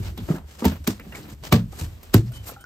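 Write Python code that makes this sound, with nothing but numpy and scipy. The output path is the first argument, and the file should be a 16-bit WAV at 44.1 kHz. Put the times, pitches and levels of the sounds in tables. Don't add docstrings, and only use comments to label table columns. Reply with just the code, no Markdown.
import sys
import numpy as np
from scipy import signal
from scipy.fft import rfft, irfft, next_fast_len
from scipy.io import wavfile
from scipy.ndimage import uniform_filter1d

SR = 44100
rng = np.random.default_rng(int(sys.argv[2]) if len(sys.argv) > 2 else 0)


def invert_db(level):
    return 10 ** (np.asarray(level, dtype=float) / 20)


def unload_audio(sound):
    columns = np.transpose(np.atleast_2d(sound))
    steps = np.round(np.clip(columns, -1, 1) * 32767)
    wavfile.write(sys.argv[1], SR, steps.astype(np.int16))


N = 116865


def rms_one(x):
    return x / np.sqrt(np.mean(x ** 2) + 1e-20)


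def at_hz(points, hz):
    table_hz, table_db = np.transpose(points)
    return np.interp(np.log(hz + 1), np.log(table_hz), table_db)


def drift(rate_hz):
    r = np.exp(-2 * np.pi * rate_hz / SR)
    white = rng.standard_normal(N + SR)
    return rms_one(signal.lfilter([1], [1, -2 * r, r * r], white)[SR:])


def add(out, start_s, x):
    i = max(int(start_s * SR), 0)
    out[..., i:i + x.shape[-1]] += x[..., :N - i]


def ring(x, hz, t60):
    r = invert_db(-60 / (t60 * SR))
    w = 2 * np.pi * hz / SR
    return signal.lfilter([0, np.sin(w)], [1, -2 * r * np.cos(w), r * r], x + 1e-18)


def highpass(order, hz, x):
    return signal.sosfilt(signal.butter(order, hz, "high", fs=SR, output="sos"), x)


def wet_noise(size, dull_hz, floor_db=0):
    white = rng.standard_normal((2, size))
    lowpass = signal.butter(2, min(dull_hz, .4 * SR), fs=SR, output="sos")
    dull = signal.sosfilt(lowpass, white) * np.sqrt(SR / 2 / dull_hz)
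    return highpass(1, dull_hz / 20, dull + invert_db(floor_db - 9.5) * white)


# time in seconds, hull level in dB, hiss level in dB.
ROCKING_CURVE = [(0, 17, 8.5), (.15, 6, 0.5), (.3, 7.5, 11), (.43, 2, -2.5), (.56, -15, -1.5),
                 (.82, 3.5, -0.5), (.95, -1.5, -2.5), (1.2, -4.5, 8), (1.37, 0, -3), (1.47, 4, 5),
                 (1.67, 7.5, -0.5), (1.85, 2, 8.5), (2.0, -3, -2.5), (2.25, 6.5, 0), (2.4, 1, 2.5),
                 (2.58, -6, -0.5), (2.65, -11, -3.5)]


def rocking(column):
    rows = np.array(ROCKING_CURVE)
    return invert_db(np.interp(np.arange(N) / SR, rows[:, 0], rows[:, column]))


# frequency in Hz, level in dB per Hz.
WATER_SPECTRUM = [(150, 2.5), (400, -9), (1000, -13), (3000, -12), (8000, -19.5), (15000, -31)]


def water():
    hz = np.arange(N // 2 + 1) * SR / N
    white = rfft(rng.standard_normal((2, N)))
    hiss = irfft(white * invert_db(at_hz(WATER_SPECTRUM, hz)) * (hz > 40), N)
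    return invert_db(-52.5 + 1.2 * drift(19)) * rocking(column=2) * rms_one(hiss)


def hull():
    mode_hz, width_hz = 68, 18
    white = rng.standard_normal((2, N + SR))
    once = ring(white, mode_hz, 1.1 / width_hz)
    hum = ring(once, mode_hz, 1.1 / width_hz)[:, SR:]
    return invert_db(-49.5 + .8 * drift(6)) * rocking(column=1) * rms_one(hum)


# start in seconds, level in dB, pitch in Hz, t60 in seconds.
BOARD_SWAYS = [(0.121, -51.5, 335, 0.25), (.22, -40, 44.3, 0.16), (0.421, -43, 71.4, 0.7),
               (0.881, -36.5, 102.7, 0.36), (1.239, -48, 200, 0.28), (1.279, -51, 289, 0.33),
               (1.409, -46, 120, 0.43), (1.459, -40, 98, 0.34), (1.547, -26.5, 441, 0.12),
               (1.601, -28, 45, .2), (1.59, -46.5, 531, 0.14), (1.662, -38, 140, 0.13),
               (1.81, -30, 42.2, 0.23), (2.189, -30, 322, 0.14), (2.222, -25, 117.6, 0.36),
               (2.238, -38, 189, 0.26), (2.3, -52.5, 624, 0.15), (2.354, -36.5, 96.8, 0.41)]


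def sways():
    rise_cycles, pair_ratio = 1.8, 1.09
    out, t = np.zeros(N), np.arange(SR // 2) / SR
    for s, db, hz, t60 in BOARD_SWAYS:
        phase = rng.uniform(0, 2 * np.pi, 2)
        lower = np.sin(2 * np.pi * hz * t + phase[0])
        upper = 0.68 * np.sin(2 * np.pi * pair_ratio * hz * t + phase[1])
        swell = np.minimum(t * hz / rise_cycles, 1) ** 2
        add(out, s, invert_db(db - 60 * t / t60) * (lower + upper) * swell)
    return out


# start in seconds, length in seconds, level in dB, frequency in Hz above which it is dulled.
SKIN_SLIDES = [(.01, 0.091, -42, 5560), (0.19, 0.034, -49, 4520), (0.258, 0.11, -46, 8000),
               (0.336, 0.054, -50.5, 3000), (0.457, 0.12, -49.5, 7000), (0.574, 0.065, -43.5, 7460),
               (0.699, 0.066, -41, 2540), (0.922, 0.086, -58, 5960), (1.03, 0.056, -56, 2470),
               (1.142, 0.059, -45.5, 7560), (1.223, 0.11, -49.5, 2900), (1.29, 0.053, -47.5, 8200),
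               (1.425, 0.06, -36, 6000), (1.708, 0.075, -48, 8650), (1.766, 0.08, -38.5, 8600),
               (1.83, 0.1, -59.5, 5000), (1.92, 0.3, -55.5, 4260), (2.255, 0.041, -52, 5960),
               (2.33, 0.049, -45, 8450), (2.424, 0.09, -46, 8250), (2.459, 0.053, -39, 12400),
               (2.507, 0.047, -47, 5540), (0.838, 0.024, -48.5, 8000), (0.082, 0.018, -46, 3020)]


def slides():
    pops_per_s, pop_db, rise_share = 250, -2.5, 0.39
    out, stroking = np.zeros((2, N)), np.zeros(N)
    rough = invert_db(3 * drift(72))
    for s, length, db, dull_hz in SKIN_SLIDES:
        noise = wet_noise(SR // 4, dull_hz)
        progress = np.arange(SR // 4) / SR / length
        swell = np.interp(progress, [0, rise_share, 1.3], [0, 1, 0])
        stroke = invert_db(db) * np.sin(np.pi / 2 * swell)
        add(out, s, noise * stroke)
        add(stroking, s, stroke)
    size_db = np.minimum(rng.exponential(1, N), 3)
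    born = (rng.random(N) < pops_per_s / SR) * invert_db(size_db) * rng.choice([-1, 1], N)
    dealt = rng.integers(0, 12, N)
    pops = np.zeros(N)
    for k, hz in enumerate(np.geomspace(500, 3000, num=12)):
        pops += ring(born * stroking * (dealt == k), hz, 3.8 / hz)
    return out * rough + invert_db(pop_db) * pops


# start in seconds, length in seconds, level in dB, pitch in Hz, bandwidth in Hz.
RUBBING_SQUEAKS = [(.176, .025, -41, 3500, 500), (.352, .035, -45, 1600, 500), (.995, .03, -44, 2200, 700),
                   (1.122, .08, -44, 1900, 900), (1.155, .03, -50, 7300, 500),
                   (1.222, .035, -53, 4400, 1000), (2.26, .04, -57, 5100, 900), (2.32, .06, -58, 8630, 200),
                   (2.336, .085, -46, 3065, 20), (2.568, .06, -56, 1410, 70), (2.6, .06, -57, 1470, 70),
                   (2.595, .055, -57, 3120, 45), (2.605, .03, -59, 8630, 200)]


def squeaks():
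    out, t = np.zeros(N), np.arange(SR // 4) / SR
    for s, length, db, hz, width_hz in RUBBING_SQUEAKS:
        friction = rng.standard_normal(len(t) + 4000)
        once = ring(friction, hz, 1.4 / width_hz)
        tone = ring(once, hz, 1.4 / width_hz)[4000:]
        tone = tone / np.sqrt(uniform_filter1d(tone ** 2, size=500) + 1e-20)
        swell = np.interp(t / length, [0, .15, .5, 1.2], [0.79, 1.0, 1.0, 0])
        add(out, s, invert_db(db) * rms_one(tone) * swell)
    return out


# start in seconds, peak level in dB, pitch in
# Hz, t60 in seconds.
SMALL_TICKS = [(0.652, -23.5, 912, 0.086), (0.869, -27, 2390, 0.037), (1.524, -18, 1160, 0.1),
               (1.525, -10, 2370, 0.016), (2.144, -14.5, 1524, 0.045), (2.32, -48, 1460, 0.07),
               (2.491, -56, 905, 0.03), (2.564, -38, 1383, 0.041), (2.568, -44.5, 799, 0.12),
               (2.641, -33.5, 1480, 0.046), (2.641, -35, 5300, 0.0032),
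               (.286, -40, 900, 0.026), (0.294, -35, 1290, 0.021), (.303, -29, 770, 0.027),
              (0.314, -30.5, 1220, 0.029), (0.322, -27.5, 1014, 0.01), (0.346, -50, 1630, 0.035),
              (.356, -36.5, 1700, 0.039), (0.383, -38, 1180, 0.013), (0.622, -33.5, 1170, 0.061),
              (.626, -46, 1560, 0.019), (1.122, -38, 1940, 0.051), (1.125, -34.5, 2780, 0.023),
              (1.15, -32, 2240, 0.052), (1.168, -40, 1920, .04), (1.203, -38.5, 1544, 0.048),
              (1.732, -43.5, 1230, 0.036), (1.732, -44, 770, 0.027), (1.783, -52, 1257, 0.081),
              (2.469, -39.5, 2110, 0.077), (2.498, -34.5, 1340, 0.028), (2.519, -40, 525, 0.058)]


def ticks():
    out, t = np.zeros(N), np.arange(SR // 4) / SR
    for s, db, hz, t60 in SMALL_TICKS:
        scrape = rng.standard_normal(len(t)) * invert_db(-16 - 60 * t / .005)
        add(out, s, invert_db(db) * ring(scrape + (t == 0), hz, t60))
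    return out


# start in seconds, level in dB, frequency in Hz above which it is dulled, splash t60 in seconds.
SKIN_SLAPS = [(0.177, -36.5, 4640, 0.095), (.288, -33, 1370, 0.42), (.597, -46, 3970, 0.057),
              (0.623, -35.5, 1170, 0.098), (0.645, -24, 3070, 0.13), (.653, -21.5, 5700, 0.23),
              (.875, -22.5, 7000, 0.19), (.998, -38.5, 3450, 0.013), (1.123, -45.5, 2700, 0.075),
              (1.525, -12, 4670, 0.16), (1.732, -43.5, 1190, 0.024), (2.031, -48.5, 8500, 0.43),
              (2.142, -17, 6850, 0.15), (2.319, -48, 6040, 0.61), (2.609, -55, 9200, 0.14)]


def slaps():
    lead_s, squeeze_s, crack_rise_s, crack_t60_s = .02, 0.0069, .0012, 0.018
    squeeze_db, splash_db = -0.5, -3
    out, t = np.zeros((2, N)), np.arange(SR // 4) / SR - lead_s
    for s, db, dull_hz, t60 in SKIN_SLAPS:
        noise = wet_noise(len(t), dull_hz, 6 * np.log2(dull_hz / 6000))
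        rise = np.clip(t / crack_rise_s, 0, 1)
        bright = (dull_hz / 5000) ** 1.5 * rng.standard_normal(len(t))
        crack = rise * (noise[0] + bright) * invert_db(-60 * t / crack_t60_s)
        squeeze = invert_db(squeeze_db + 20 * np.minimum(t, 0) / squeeze_s) * (1 - rise) * (t > t[0])
        splash = rise * invert_db(splash_db - 60 * t / t60)
        spray = noise[::-1] * invert_db(2.0 * drift(100)[:len(t)]) * (squeeze + splash)
        add(out, s - lead_s, invert_db(db) * (crack + spray))
    return out


# start in seconds, peak level in dB, panel pitch in Hz, t60 in seconds.
BODY_THUMPS = [(.001, -24.5, 100.4, 0.18), (0.061, -33, 88.3, 0.6), (.185, -31.5, 199, 0.16),
               (.218, -26.5, 88, 0.12), (0.289, -29.5, 330, 0.16), (0.302, -13, 162.4, 0.081),
               (0.341, -24, 167.8, 0.14), (.623, -23, 241.5, 0.15), (0.647, -30.5, 436, 0.17),
               (.655, -10.5, 203.2, 0.11), (0.655, -17.5, 81.4, 0.25), (0.717, -26, 157, 0.15),
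               (.800, -33.5, 75, 0.3), (0.8771, -14.5, 202, 0.12), (.876, -26.5, 305, 0.11),
               (1.000, -40.5, 226, 0.12), (1.065, -37.5, 188.4, 0.15), (1.182, -39, 248, 0.21),
               (1.324, -34, 114, 0.081), (1.526, -13.5, 597, 0.072), (1.525, -10, 176.6, 0.19),
               (1.53, -10, 113.1, 0.21), (1.813, -26.5, 81.8, 0.34), (2.143, -9.5, 313, 0.096),
               (2.145, -5, 201.5, 0.073), (2.15, -5.5, 110.7, 0.19), (2.158, -22, 46.6, 0.084),
               (2.492, -28.5, 660, 0.047)]
# ratio to the pitch, level in dB.
PANEL_MODES = [(1, -7.5), (1.23, -8.5), (1.62, -6), (2.1, -9.5), (3.7, 1)]


def thumps():
    push_cycles, shake_db, shake_share, damping = 0.39, 12.5, 1.4, 1.3
    out, t = np.zeros(N), np.arange(SR // 2) / SR
    for s, db, hz, t60 in BODY_THUMPS:
        push = np.sin(np.pi * np.minimum(t * hz / push_cycles, 1)) ** 2
        push = highpass(2, 0.86 * hz, push / push.sum())
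        push = push + invert_db(-3) * np.interp(t - 1 / hz, t, push, left=0)
        fade = invert_db(shake_db - 60 * t / (shake_share * t60))
        shake = rng.standard_normal(len(t)) * fade * np.sqrt(hz / SR) / 10
        for ratio, mode_db in PANEL_MODES:
            force = push + rng.choice([-1, 1]) * shake / ratio ** 2
            add(out, s, invert_db(db + mode_db) * ring(force, hz * ratio, t60 / ratio ** damping))
    return out


BOX_DELAYS = [.0031, .0047, .0083, .0122]


def echoes(x):
    out = np.zeros((2, N))
    for k, lag in enumerate(BOX_DELAYS):
        add(out[k % 2], lag, invert_db(-16.5 - 0.67 * k) * x)
    return out


def scene():
    background = water() + hull()
    knocks = sways() + squeaks() + ticks() + thumps()
    smacks = slaps()
    reflected = echoes(knocks + smacks.mean(axis=0))
    return background + slides() + knocks + smacks + reflected


def low_pass(x):
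    return signal.sosfilt(signal.butter(12, 16200, fs=SR, output="sos"), x)


# frequency in Hz, level of the difference signal in dB.
PORT_WIDTH = [(60, -12.5), (200, -12.5), (500, -3.5), (1200, -2.5), (3000, -2), (7600, -4)]
# frequency in Hz, lead of the left
LEFT_LEAD = [(0, 0), (3400, 2.2), (4300, 0), (7000, -.6), (8800, -1.6), (9950, -np.pi), (10500, -np.pi),
             (12800, -2 * np.pi), (14300, -2 * np.pi), (16000, -9.0)]
# frequency in Hz, left over right in dB.
PORT_LEAN = [(60, 0), (400, -.5), (900, 1.5), (2700, -2), (5500, 3), (8500, 0), (20000, 0)]
# frequency in Hz, gain in dB.
PORT_COLOUR = [(300, 10.24), (2000, 0.17), (6000, 0.47), (10000, 7.1), (13000, 14.25), (15800, 8)]


def record(dry):
    alike_above_hz, cutoff_hz, low_hz = 8800, 15850, 41
    size = next_fast_len(N + 4096)
    hz = np.arange(size // 2 + 1) * SR / size
    left, right = rfft(dry, size)
    mid = (left + right) / 2
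    side = (left - right) / 2 * invert_db(at_hz(PORT_WIDTH, hz)) * (hz < alike_above_hz)
    lead = np.interp(hz, *np.transpose(LEFT_LEAD))
    turn = invert_db(at_hz(PORT_LEAN, hz) / 2) * np.exp(.5j * lead)
    gain = invert_db(at_hz(PORT_COLOUR, hz) - np.maximum(hz - cutoff_hz, 0) / 12.0)
    ports = irfft(gain * np.array([(mid + side) * turn, (mid - side) / turn]), size)[:, :N]
    rounded = 0.81 * np.tanh(ports / 1.17)
    return low_pass(highpass(3, low_hz, rounded))


dry = scene()
out = record(dry)
unload_audio(out)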